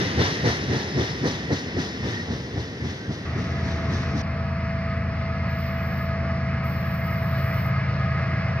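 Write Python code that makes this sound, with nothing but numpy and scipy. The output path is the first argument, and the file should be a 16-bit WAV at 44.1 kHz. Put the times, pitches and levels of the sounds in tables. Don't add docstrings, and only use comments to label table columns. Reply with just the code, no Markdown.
import sys
import numpy as np
from scipy import signal
from scipy.fft import rfft, irfft
from scipy.io import wavfile
from scipy.ndimage import uniform_filter1d, map_coordinates

SR = 44100
rng = np.random.default_rng(int(sys.argv[2]) if len(sys.argv) > 2 else 0)


def file_out(sig):
    cols = np.atleast_2d(sig).T
    lim = np.clip(cols, -1, 1)
    pcm = np.round(lim * 32767).astype(np.int16)
    wavfile.write(sys.argv[1], SR, pcm)


N = 379260
MARGIN = 2048
T = np.arange(N) / SR
F = np.maximum(np.arange(N // 2 + 1) * SR / N, 1)
WIDE_F = np.maximum(np.arange(N // 2 + MARGIN + 1) * SR / (N + 2 * MARGIN), 1)
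TRAIN_CUT_S, ENGINE_IN_S = 4.222, 3.25


def undb(db):
    return np.exp(np.asarray(db) * (np.log(10) / 20))


def level(x, db):
    return x * undb(db) / np.sqrt(np.mean(x ** 2))


def curves(table):
    s, *columns = np.transpose(table)
    return [np.interp(T, s, column) for column in columns]


def over_hz(points, hz):
    p = np.array(points, float)
    return np.interp(np.log(hz), np.log(p[:, 0]), p[:, 1])


def noise():
    return rng.standard_normal(N)


def walk(rate, size=32):
    hold = int(SR / size / rate)
    steps = np.repeat(rng.standard_normal(N // (size * hold) + 2), hold)
    smooth = uniform_filter1d(uniform_filter1d(steps, hold), hold)
    return 1.3 * np.interp(np.arange(N) / size, np.arange(len(steps)), smooth)


def ring(x, modes):
    gain = 0
    for k, (hz, width, db) in enumerate(modes):
        resonance = 1 / (1 + 1j * (F - hz * hz / F) / width) ** 2
        gain = gain + (-1) ** k * undb(db) * resonance
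    return irfft(rfft(x) * gain, N)


def even(x, over_s):
    x = level(x, 0)
    power = uniform_filter1d(x * x, int(over_s * SR))
    return level(x / np.sqrt(power + 0.086), 0)


def tone(hz):
    turns = np.cumsum(hz + 0 * T) / SR + rng.random()
    return np.sqrt(2) * np.sin(2 * np.pi * turns)


def rush(colour, tilt_db, swell_db, flicker_db):
    spectrum = rfft(noise()) * undb(over_hz(colour, F))
    swell = swell_db * walk(3.5)
    octaves_from_1k = np.log2(np.clip(F, 62.5, 8000) / 1000)
    out = 0
    for octave in range(-4, 4):
        band = irfft(spectrum * np.clip(1 - abs(octaves_from_1k - octave), 0, 1), N)
        out = out + band * undb(octave * tilt_db + swell + flicker_db * walk(11))
    return level(out, 0)


def widen(x):
    ramp = np.hanning(2 * MARGIN)
    wide = np.pad(x, MARGIN, mode="reflect", reflect_type="odd")
    return rfft(wide * np.concatenate([ramp[:MARGIN], np.ones(N), ramp[MARGIN:]]))


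def narrow(spectrum):
    return irfft(spectrum, N + 2 * MARGIN)[MARGIN:-MARGIN]


def place(make, lag, balance, scatter, tones=0 * T):
    direct = widen(make() + tones)
    side = widen(make()) * undb(over_hz(scatter, WIDE_F))
    half = undb(over_hz(balance, WIDE_F) / 2)
    turn = np.exp(-1j * np.pi * WIDE_F * lag / SR)
    left = narrow((direct + side) * turn * half)
    right = narrow((direct - side) / turn / half)
    return np.array([left, right])


WIND_DB = -64
WIND_RUMBLE = [(30, 30, 0)]


def wind():
    return [level(ring(noise(), WIND_RUMBLE), WIND_DB) for _ in range(2)]


# start t/s, end t/s, level/dB, attack/s, lower band over upper level/dB,
# falter t/s, falter width/s
INSECT_BUZZES = [(5.455, 6.048, -55, 0.029, -23, 5.78, .07), (6.632, 7.668, -52.5, .008, -13.5, 7.2, .015)]
FALTER_DB, SWELL_DB_PER_S, RELEASE_DB_PER_S = -3.5, 1.5, 273
# f/Hz, width/Hz, relative level/dB
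WING_UPPER = [(13900, 500, -1.5), (14650, 500, -6.5), (15500, 600, -15.5)]
# f/Hz, width/Hz, relative level/dB
WING_LOWER = [(11850, 250, -1), (12200, 350, -1.5)]


def insect(stroke_hz=176.5, depth=.6):
    gain = np.zeros((2, N))
    for start, end, db, attack, low_db, falter, width in INSECT_BUZZES:
        swell_db = SWELL_DB_PER_S * (T - start)
        dip_db = FALTER_DB * np.exp(-((T - falter) / width) ** 2)
        release_db = RELEASE_DB_PER_S * np.maximum(T - end, 0)
        shape_db = db + swell_db + dip_db - release_db
        onset = (1 - np.exp(-np.maximum(T - start, 0) / attack)) ** 2
        gain += onset * undb([shape_db, shape_db + low_db])
    strokes = 1 + depth * tone(stroke_hz + 3.0 * walk(20)) / np.sqrt(2)
    scrape = noise() * undb(0.87 * walk(300) + 1.2 * walk(25)) * strokes
    upper = level(ring(scrape, WING_UPPER), 0)
    lower = level(ring(scrape, WING_LOWER), 0)
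    return gain[0] * upper + gain[1] * lower


def rising(start, per_s):
    return start + per_s * (T - ENGINE_IN_S)


# f/Hz, relative level/dB per Hz
ROAR_SPECTRUM = [(30, -21.5), (62, -12.5), (85, -0.5), (200, -6), (290, -15), (400, -17), (640, -11),
                 (840, -14.5), (880, -19.5), (1150, -9.5), (1500, -14), (2000, -10), (2500, -18.5),
                 (2950, -27), (3150, -33), (3550, -33), (3800, -32), (4500, -27.5), (5800, -34),
                 (6800, -62.5), (7800, -85.5)]
ROAR_RISE = (-36, 0.71)


def roar():
    return undb(rising(*ROAR_RISE)) * rush(ROAR_SPECTRUM, 0, 0.26, 1.2)


# f/Hz, level/dB
FAN_PITCHES = [(103.3, -48.5), (317.6, -55), (636, -53.5), (688, -58), (848, -62), (952, -60)]


def fans():
    return sum(undb(db + 3.7 * walk(12)) * tone(hz + 2.5 * walk(15)) for hz, db in FAN_PITCHES)


# multiple of the blade rate, relative level/dB
BLOWER_HARMONICS = [(3, 0), (4, -3), (5, -4.5), (6, -12), (7, -19.5), (8, -24.5)]
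BLADE_HZ, BLADE_SAG_HZ_PER_S = 421.6, .8
BLOWER_RISE = (-48, 1.5)


def blower():
    blade_hz = rising(BLADE_HZ, -BLADE_SAG_HZ_PER_S)
    out = 0
    for k, db in BLOWER_HARMONICS:
        shaken = tone(k * (blade_hz + 2.2 * walk(10)))
        out = out + undb(db) * (.6 + .75 * walk(55)) * shaken
    return undb(rising(*BLOWER_RISE)) * out


# t/s, level/dB
GEAR_LEVEL = [(3.3, -45), (3.85, -38), (4., -43.5), (4.85, -36), (5.07, -42.5), (5.25, -39), (6.3, -36),
              (6.5, -39.5), (7.45, -38), (7.75, -43.5), (8.6, -40)]
GEAR_HZ, SAG_FROM_S, SAG_HZ_PER_S = 663.0, 6.3, 1.4


def gear_mesh():
    hz = GEAR_HZ - SAG_HZ_PER_S * np.maximum(T - SAG_FROM_S, 0)
    return undb(curves(GEAR_LEVEL)[0] + 1.2 * walk(20)) * tone(hz)


# multiple of the cycle rate, relative level/dB
EXHAUST_ORDERS = [(6, -17), (8, -11), (9, 3.5), (10, -0.5), (11, -11), (12, -0.5), (13, -5), (14, -11.5),
                  (15, 1), (16, -16), (17, -25), (18, -9.5), (19, -11.5), (20, -19), (21, -9), (22, -16),
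                  (23, -25), (24, -17), (25, -20), (26, -13.5), (30, -23), (50, -28.5), (53, -26.5)]
# t/s, lag/ms
SHED_ECHO = [(3.25, 4.5), (5.3, 4.6), (6.7, 5.1), (7.4, 6.1), (8.6, 6.3)]
CYCLE_HZ, CYCLE_START = 8.92, -.38
THROB_ORDER, ORDER_SCATTER = 9.5, .09
EXHAUST_RISE = (-26.5, 0.19)


def exhaust():
    speed = CYCLE_HZ * (1 + 0.00066 * walk(1.5))
    turns = CYCLE_START + np.cumsum(speed) / SR
    out = 0
    for k, db in EXHAUST_ORDERS:
        offset = ORDER_SCATTER * (k - THROB_ORDER) * rng.standard_normal()
        out = out + undb(db + 1.1 * walk(6)) * np.cos(2 * np.pi * (k * turns + offset))
    lag_s = curves(SHED_ECHO)[0] / 1000
    out = out + .5 * np.interp(T - lag_s, T, out)
    return undb(rising(*EXHAUST_RISE)) * level(out, 0)


def engine_tones():
    return exhaust() + gear_mesh() + blower() + fans()


DOUBLING_S = 1.74


def fading(start, per_doubling):
    return start + per_doubling * np.log2(1 + T / DOUBLING_S)


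# f/Hz, relative level/dB per Hz
ROLL_SPECTRUM = [(30, -61), (67, -5), (117, -1.5), (284, -5.5), (432, -8.5), (600, -16), (1260, -23),
                 (1700, -18), (1900, -12), (2300, -23), (3600, -25.5), (5300, -27), (6200, -34),
                 (7600, -59), (9400, -57.5), (11000, -58), (15500, -70)]
ROLL_FADE, TILT_FADE = (-24.5, -6), (0.62, -0.79)


def rolling_roar():
    return undb(fading(*ROLL_FADE)) * rush(ROLL_SPECTRUM, fading(*TILT_FADE), 0.33, 0.8)


# t/s, f/Hz, level/dB
FLANGE_SQUEAL = [(.4, 5260, -60), (.62, 5250, -54), (.81, 5198, -47), (.95, 5256, -46), (1.17, 5262, -46),
                 (1.4, 5258, -59), (1.95, 5258, -52), (2.65, 5260, -58), (2.8, 5260, -72)]
# t/s, start f/Hz, end f/Hz, level/dB, length/s
COUPLING_SQUEAKS = [(2.172, 1830, 1880, -34.5, 0.053), (3.046, 1500, 1610, -43, 0.036)]


def squeal():
    hz, db = curves(FLANGE_SQUEAL)
    out = undb(db + 2.2 * walk(12) + 1.5 * walk(60)) * tone(hz + 5.0 * walk(60))
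    for s, start_hz, end_hz, db, length in COUPLING_SQUEAKS:
        glide = np.interp(T, [s - length, s + length], [start_hz, end_hz])
        pulse = undb(db + 3.0 * walk(120)) * np.exp(-((T - s) / length) ** 2)
        out += pulse * tone(glide + 25.0 * walk(150))
    return out


# t/s, thud level/dB, knock level/dB, rattle level/dB, length/s
WHEEL_BLOWS = [(-.04, -24, -20, -38, 0.034), (0.207, -20.5, -23, -34, 0.036),
               (0.465, -21.5, -21.5, -35, 0.029), (0.73, -24.5, -25, -40.5, 0.041),
               (0.996, -25, -24.5, -40, 0.04), (1.255, -29, -22, -38, 0.029),
               (1.519, -26.5, -23, -40.5, 0.027), (1.786, -28, -25.5, -41.5, 0.031),
               (2.06, -28, -29.5, -43.5, 0.043), (2.316, -30.5, -28, -49.5, 0.034),
               (2.574, -26, -29.5, -48.5, 0.026), (2.85, -28.5, -32, -48, 0.038),
               (3.105, -26, -29.5, -52, 0.021), (3.379, -26, -28.5, -51, 0.04),
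               (3.65, -35, -38.5, -49.5, 0.042), (3.912, -27, -32.5, -47, 0.037),
               (4.161, -28.5, -30, -46.5, 0.032)]
THUD, KNOCK, RATTLE = 1, 2, 3


def blow_envelope(column, late_s, rise, fall):
    out, since = np.zeros(N), T - late_s
    for blow in WHEEL_BLOWS:
        near = slice(max(int((blow[0] - .15) * SR), 0), int((blow[0] + .5) * SR))
        u = (since[near] - blow[0]) / blow[-1]
        before = np.exp(-abs(u / rise) ** 2.6)
        after = 1 / (1 + abs(u / fall) ** 2.25)
        out[near] += undb(blow[column]) * np.where(u < 0, before, after)
    return out


# f/Hz, width/Hz, relative level/dB
TRACK_MODES = [(83.2, 20.6, 0), (127.7, 60, -1)]


def track_thud():
    return even(ring(noise(), TRACK_MODES), 0.041) * blow_envelope(THUD, -0.0038, rise=1.08, fall=1.4)


# f/Hz, width/Hz, relative level/dB
BODY_MODES = [(178, 115, -5.5), (218, 76, 5), (295.6, 45, 3)]
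# f/Hz, width/Hz, relative level/dB
SIDE_MODES = [(364, 118, 2.5), (498, 150, -6.5), (717, 300, -12)]
SIDES_FADE = (5.8, -8.5)


def body_knock():
    jolt = noise()
    sides = undb(fading(*SIDES_FADE)) * level(ring(jolt, SIDE_MODES), 0)
    body = level(ring(jolt, BODY_MODES), 0) + sides
    return even(body, 0.027) * blow_envelope(KNOCK, 0.0034, rise=1.0, fall=0.8)


# f/Hz, width/Hz, relative level/dB
RIM_MODES = [(734, 490, -1.5), (1055, 920, -7), (1870, 590, 0.5)]
CLANK_FADE = (6.16, -1.55)


def rim_clank():
    clank = level(ring(noise(), RIM_MODES), 0) * blow_envelope(RATTLE, 0.0051, rise=0.73, fall=2.45)
    return undb(fading(*CLANK_FADE)) * clank


# f/Hz, width/Hz, relative level/dB
STEEL_MODES = [(4000, 1050, 1), (5260, 2310, -2), (5946, 1500, -0.5), (9040, 1500, -36)]
RATTLE_LATE_S = (0.013, 0.009)


def steel_rattle():
    steel = level(ring(noise() * undb(1.33 * walk(90)), STEEL_MODES), 0)
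    return steel * blow_envelope(RATTLE, fading(*RATTLE_LATE_S), rise=0.98, fall=3.05)


# f/Hz, width/Hz, relative level/dB
PANEL_MODES = [(2880, 1500, -3), (3650, 710, 4), (13500, 3300, -28)]
PANEL_FADE = (-3.5, -1.9)


def panels():
    rattle = blow_envelope(RATTLE, fading(*RATTLE_LATE_S), rise=0.66, fall=2.13)
    hum = undb(fading(*ROLL_FADE) - 21.0)
    ringing = level(ring(noise() * undb(2.1 * walk(90)), PANEL_MODES), 0)
    return undb(fading(*PANEL_FADE)) * (rattle + hum) * ringing


def train():
    return rolling_roar() + track_thud() + body_knock() + rim_clank() + steel_rattle()


# f/Hz, level/dB
TRAIN_SIDE = [(60, 0), (380, 1), (1290, -2), (2380, 0.5), (4400, 0), (5800, 8.5), (7200, 9), (8500, 19),
              (10000, 17.5), (11000, 7), (15000, -2)]
# f/Hz, level/dB
PANEL_SIDE = [(2000, 9.3), (2900, 12.5), (4000, 2), (12000, 5)]
# f/Hz, level/dB
ENGINE_SIDE = [(60, 0.7), (380, 0.5), (1000, -.6), (2800, -0.1), (3600, 3), (4600, 1.6), (8000, 0)]
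# f/Hz, level/dB
INSECT_SIDE = [(12000, -1.5), (14500, 1.8)]
# f/Hz, level/dB
TRAIN_DIFFUSE = [(60, -39), (400, -15), (1200, -4), (2600, -5), (4500, -8), (6000, -5), (8000, 2)]
# f/Hz, level/dB
ENGINE_DIFFUSE = [(60, -14.5), (400, -15), (1200, -7), (2200, -13), (3200, -1.5), (4600, -9), (6000, -11)]
# f/Hz, level/dB
INSECT_DIFFUSE = [(12000, -5), (14500, -11)]
LAG_FADE = (11.92, -2.6)
ENGINE_LAG, INSECT_LAG = -2.7, 24.6
CUT_IN_DB, SETTLE_S = -3, 0.23


def scene():
    wagons = place(train, 0, TRAIN_SIDE, TRAIN_DIFFUSE, squeal())
    left, right = wagons + place(panels, 0, PANEL_SIDE, TRAIN_DIFFUSE)
    late_left = map_coordinates(left, [np.arange(N) - fading(*LAG_FADE)], order=3)
    first = np.array([late_left, right])
    second = place(roar, ENGINE_LAG, ENGINE_SIDE, ENGINE_DIFFUSE, engine_tones())
    second = second + place(insect, INSECT_LAG, INSECT_SIDE, INSECT_DIFFUSE)
    first_on = np.clip((TRAIN_CUT_S - T) / 0.0048, 0, 1)
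    settling = undb(CUT_IN_DB * np.exp(-abs(T - ENGINE_IN_S) / SETTLE_S))
    second_on = np.clip((T - ENGINE_IN_S) / 0.0057, 0, 1) * settling
    return first * first_on + second * second_on + wind()


# f/Hz, level/dB
CAPSULE_RESPONSE = [(6000, 0.26), (6800, 1.5), (7700, -8.5), (9000, -1.5), (10800, -4.5), (11500, -1.3)]
HISS_DB, TOP_HZ = -74.5, 15800


def record(dry):
    response = undb(over_hz(CAPSULE_RESPONSE, WIDE_F))
    heard = np.array([narrow(widen(x) * response) for x in dry])
    heard = heard + undb(HISS_DB) * rng.standard_normal(dry.shape)
    return signal.sosfilt(signal.ellip(10, .2, 70, TOP_HZ, fs=SR, output="sos"), heard)


dry = scene()
out = record(dry)
file_out(out)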